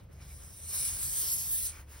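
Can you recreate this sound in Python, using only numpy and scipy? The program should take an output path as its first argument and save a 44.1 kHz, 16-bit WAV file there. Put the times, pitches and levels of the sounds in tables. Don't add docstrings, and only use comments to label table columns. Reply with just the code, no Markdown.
import sys
import numpy as np
from scipy import signal
from scipy.fft import rfft, irfft
from scipy.io import wavfile

SR = 44100
rng = np.random.default_rng(int(sys.argv[2]) if len(sys.argv) > 2 else 0)


def generate_wav(sig):
    pcm = np.round(np.clip(np.atleast_2d(sig).T, -1, 1) * 32767).astype(np.int16)
    wavfile.write(sys.argv[1], SR, pcm)


N = 88200
FREQS_HZ = np.arange(N // 2 + 1) * SR / N
LOW_CUT_HZ, HIGH_CUT_HZ = 38, 15750

# whistle/dB, ring/dB, top treble/dB
LEAK_LEVELS = [(0, -86, -12, -22, 1), (.04, -77, -10, -16, 12), (.08, -102, -19, -19, 13),
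               (.13, -71, -16, -5, 10), (.195, -69.5, -25, -22, -5), (.215, -62, -25, -5, -4),
               (.25, -59, -26, -12, -3), (.36, -58, -1, -12, 4), (.5, -55, -13, -15, 3),
               (.57, -54.5, -1.5, -18, 4), (.64, -50.5, -0.5, -20, -3), (.7, -45.5, 0, -13.5, 3),
               (.75, -39.5, -18, -14.5, 7.5), (.8, -39, -2.5, -11.5, 5.5), (.86, -37.5, -1.5, -14, 5),
               (.93, -41, -4.5, -17, 6), (.98, -43.5, -7, -14.5, 8.5), (1.04, -37.5, -2.5, -32, 5),
               (1.1, -39, -4.5, -26, 6.5), (1.19, -37.5, -1, -21, 7), (1.24, -37, -5, -13, 8),
               (1.29, -37.5, -17, -10, 7), (1.35, -39.5, -2.5, -12, 11.5), (1.41, -40, -8, -16, 6),
               (1.48, -44.5, -4, -17, 11), (1.54, -40, -4, -28, 13), (1.6, -40, -6, -17, 11.5),
               (1.67, -38.5, -2, -20, 7.5), (1.7, -43.5, -1, -25, -6), (1.74, -57, -21, -8, 3),
               (1.81, -61.5, -18, -19, 2), (1.86, -80, -9, -5, 3), (1.91, -60, -26, -12, 4.5),
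               (2, -59.5, -20, -9, -3)]
# f/Hz, level/dB
JET_COLOUR = [(700, -40), (1500, -27.5), (2250, -20), (2850, -20), (3400, -16), (3800, -15.5), (4200, -12),
              (4700, -13.5), (5300, -14.5), (6300, -6), (6900, -5.5), (7600, -4), (8500, -5), (10000, -7.5),
              (11000, -8), (12000, -8), (14000, -9.5), (15500, -12)]
# t/s, f/Hz
GAP_PITCH = [(0, 9450), (.45, 9530), (.68, 8840), (.84, 10260), (.95, 9840), (1.05, 8150), (1.19, 8810),
             (1.3, 8665), (1.45, 8184), (1.6, 8460), (1.72, 9000), (2, 9380)]

def leak():
    level_db, whistle_db, ring_db, top_db = curves(LEAK_LEVELS)
    gap_hz, = curves(GAP_PITCH)
    jet = coloured_noise(JET_COLOUR, wander_db=3.14, rate=3.8, bands=40)
    top = irfft(rfft(jet) / (1 + (11500 / (FREQS_HZ + 1)) ** 10), N)
    jet = jet + (from_db(top_db) - 1) * top
    whistle = from_db(whistle_db) * noise_band(gap_hz, width_hz=1410)
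    broad_whistle = from_db(whistle_db - 10.5) * noise_band(0.95 * gap_hz, width_hz=3500)
    ring = from_db(ring_db) * noise_band(5300, width_hz=550)
    flutter_db = 0.69 * drift(30)
    return from_db(level_db + 3 + flutter_db) * (jet + whistle + broad_whistle + ring)


# t/s, relative level/dB
RUB_LEVELS = [(0, -64), (.04, -72.5), (.08, -74.5), (.13, -69), (.17, -71), (.22, -61), (.27, -66.5),
              (.31, -62.5), (.36, -68), (.42, -63.5), (.5, -66.5), (.58, -71), (.63, -65.5), (.68, -68),
              (.74, -56), (.85, -61.5), (.96, -58), (1.1, -60.5), (1.27, -57), (1.34, -62), (1.45, -61),
              (1.6, -66.5), (1.7, -61.5), (1.76, -56.5), (1.81, -60.5), (1.86, -73), (1.9, -62.5),
              (1.94, -58.5), (2, -62.5)]
# f/Hz, level/dB
RUB_COLOUR = [(300, -4), (600, -1.5), (1100, 0), (2200, -3), (3500, -9), (6000, -11), (10000, -16),
              (15500, -16)]
# t/s, level/dB
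RASP_LEVELS = [(0, -99), (.18, -79), (.2, -61.5), (.27, -81), (.32, -59), (.36, -92), (.7, -68),
               (.85, -54.5), (1.0, -69), (1.68, -92), (1.73, -60), (1.79, -66), (1.83, -99), (2, -76)]

def fingers():
    rub_db, = curves(RUB_LEVELS)
    rasp_db, = curves(RASP_LEVELS)
    rub = from_db(rub_db + 3) * coloured_noise(RUB_COLOUR, wander_db=1.8, rate=8.0, bands=12)
    return rub + from_db(rasp_db) * noise_band(2324, width_hz=250)


# t/s, starting level/dB
GRIP_TICKS = [(.024, -51), (0.099, -49), (0.283, -51.5), (.345, -51), (0.402, -50), (0.431, -51),
              (0.507, -49), (.650, -52), (0.771, -49), (0.871, -47), (1.177, -47)]

def grip():
    ticks, t = np.zeros(N + SR), np.arange(SR // 10) / SR
    pitch_hz = 110 + 480 * np.exp(-t / .004)
    fade = from_db(-60 * t / .045)
    tick = np.sin(2 * np.pi * np.cumsum(pitch_hz) / SR) * fade
    for start_s, level_db in GRIP_TICKS:
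        start = int(start_s * SR)
        ticks[start:start + len(t)] += from_db(level_db) * tick
    return ticks[:N] * [[1], [-1]]


# f/Hz, level/dB
AIR_COLOUR = [(250, 17.5), (500, 24), (1000, 12.5), (1500, -8.5), (2000, -5), (4000, -29), (8000, -25),
              (15500, 4)]

def outdoor_air():
    return from_db(-67) * coloured_noise(AIR_COLOUR, wander_db=1.5, rate=4.4, bands=6)


# t/s, level/dB
RUMBLE_LEVELS = [(0.0, -49), (0.44, -51), (0.54, -54), (0.56, -52), (0.97, -50.5), (1.01, -49), (1.9, -52),
                 (2.0, -55.5)]
# f/Hz, level/dB
RUMBLE_COLOUR = [(16, -23), (28, 2), (36, -7), (45, 0), (59, -3), (81, -3.5), (118, -8), (145, -10),
                 (210, -21), (300, -24), (390, -43), (660, -120)]

def rumble():
    level_db, = curves(RUMBLE_LEVELS)
    return from_db(level_db) * coloured_noise(RUMBLE_COLOUR, wander_db=1.47, rate=1.0, bands=8)


# t/s, level/dB, f/Hz
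HUM_TONE = [(0, -60, 76.7), (.2, -53, 77.03), (.44, -51, 79), (.54, -62, 78.1), (.65, -53, 81.5),
            (.8, -55.5, 77.2), (.95, -47.5, 75.56), (1.05, -84, 76.8), (1.3, -56.5, 76.15),
            (1.46, -56.5, 78.94), (1.54, -67, 72.06), (1.64, -53.5, 80.6), (1.75, -56.5, 75.6),
            (1.9, -50.5, 71.3), (2, -57, 71.5)]

def hum():
    level_db, pitch_hz = curves(HUM_TONE)
    phase = 2 * np.pi * np.cumsum(pitch_hz + 2.47 * drift(2.9)) / SR
    return from_db(level_db) * np.sqrt(2) * np.sin(phase)


# f/Hz, right's lag/half cycles, likeness/0-1, left minus right/dB
STEREO_IMAGE = [(20, 0, 1, 0), (100, 0, .999, 0), (300, 0, .8, 0), (800, .3, .25, 2.5),
                (1050, .15, .45, 4.2), (1450, .04, .8, 1), (1900, .04, .92, 0), (2600, .45, .3, 0),
                (3000, .05, .82, .5), (3750, .06, .82, .2), (4100, .3, .6, -2.4), (5200, .08, .9, .4),
                (5700, .3, .68, .5), (6500, .85, .8, 0), (6850, 1, 1, 0), (7650, 1, 1, 0),
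                (8300, 1.28, .83, 0), (9300, 1.66, .83, 0), (9800, 2, 1, 0), (11000, 2, 1, 0),
                (11800, 2.4, .7, 0), (12500, 2.85, .8, 0), (12800, 3, 1, 0), (14300, 3, 1, 0),
                (15100, 3.55, .6, 0), (15700, 3.9, .78, 0)]

def stereo_image(pair):
    table_hz, *columns = np.transpose(STEREO_IMAGE)
    lag, likeness, balance_db = (np.interp(FREQS_HZ, table_hz, c) for c in columns)
    shared, apart = rfft(pair) * np.sqrt([(1 + likeness) / 2, (1 - likeness) / 2])
    half_shift = from_db(balance_db / 2) * np.exp(.5j * np.pi * lag)
    return irfft([(shared + apart) * half_shift, (shared - apart) / half_shift], N)


def from_db(db):
    return 10 ** (np.asarray(db) / 20)


def unit_level(x):
    return x / np.sqrt(np.mean(x ** 2) + 1e-20)


def curves(rows):
    times, *columns = np.transpose(rows)
    return [np.interp(np.arange(N) / SR, times, c) for c in columns]


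def drift(rate):
    pole = np.exp(-80 * np.pi * rate / SR)
    noise = rng.standard_normal(N // 40 + 2002)
    slow = signal.lfilter([1], [1, -2 * pole, pole * pole], noise)[2000:]
    return np.interp(np.arange(N) / 40, np.arange(len(slow)), unit_level(slow - slow.mean()))


def coloured_noise(colour, wander_db, rate, bands):
    table_hz, table_db = np.transpose(colour)
    hz = FREQS_HZ + 1e-3
    octaves_below = np.maximum(-np.log2(hz / table_hz[0]), 0)
    colour_db = np.interp(np.log(hz), np.log(table_hz), table_db) - 24 * octaves_below
    spectrum = rfft(rng.standard_normal((2, N))) * from_db(colour_db)
    place = np.clip(np.log(hz / table_hz[0]) / np.log(table_hz[-1] / table_hz[0]), 0, 1) * (bands - 1)
    total = 0
    for k in range(bands):
        band = irfft(spectrum * np.maximum(1 - abs(place - k), 0), N)
        total = total + from_db(wander_db * drift(rate)) * band
    return unit_level(total)


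def noise_band(centre_hz, width_hz):
    smooth = signal.butter(2, width_hz / 2, fs=SR, output="sos")
    a, b = signal.sosfilt(smooth, rng.standard_normal((2, 2, N)))
    phase = 2 * np.pi * np.cumsum(centre_hz + np.zeros(N)) / SR
    return unit_level(a * np.cos(phase) + b * np.sin(phase))


def scene():
    return stereo_image(leak() + fingers() + outdoor_air() + rumble() + hum()) + grip()


def record(dry):
    low_cut = signal.butter(5, LOW_CUT_HZ, "high", fs=SR, output="sos")
    high_cut = signal.ellip(12, .1, 80, HIGH_CUT_HZ, fs=SR, output="sos")
    return signal.sosfilt(high_cut, signal.sosfilt(low_cut, dry))


dry = scene()
out = record(dry)
generate_wav(out)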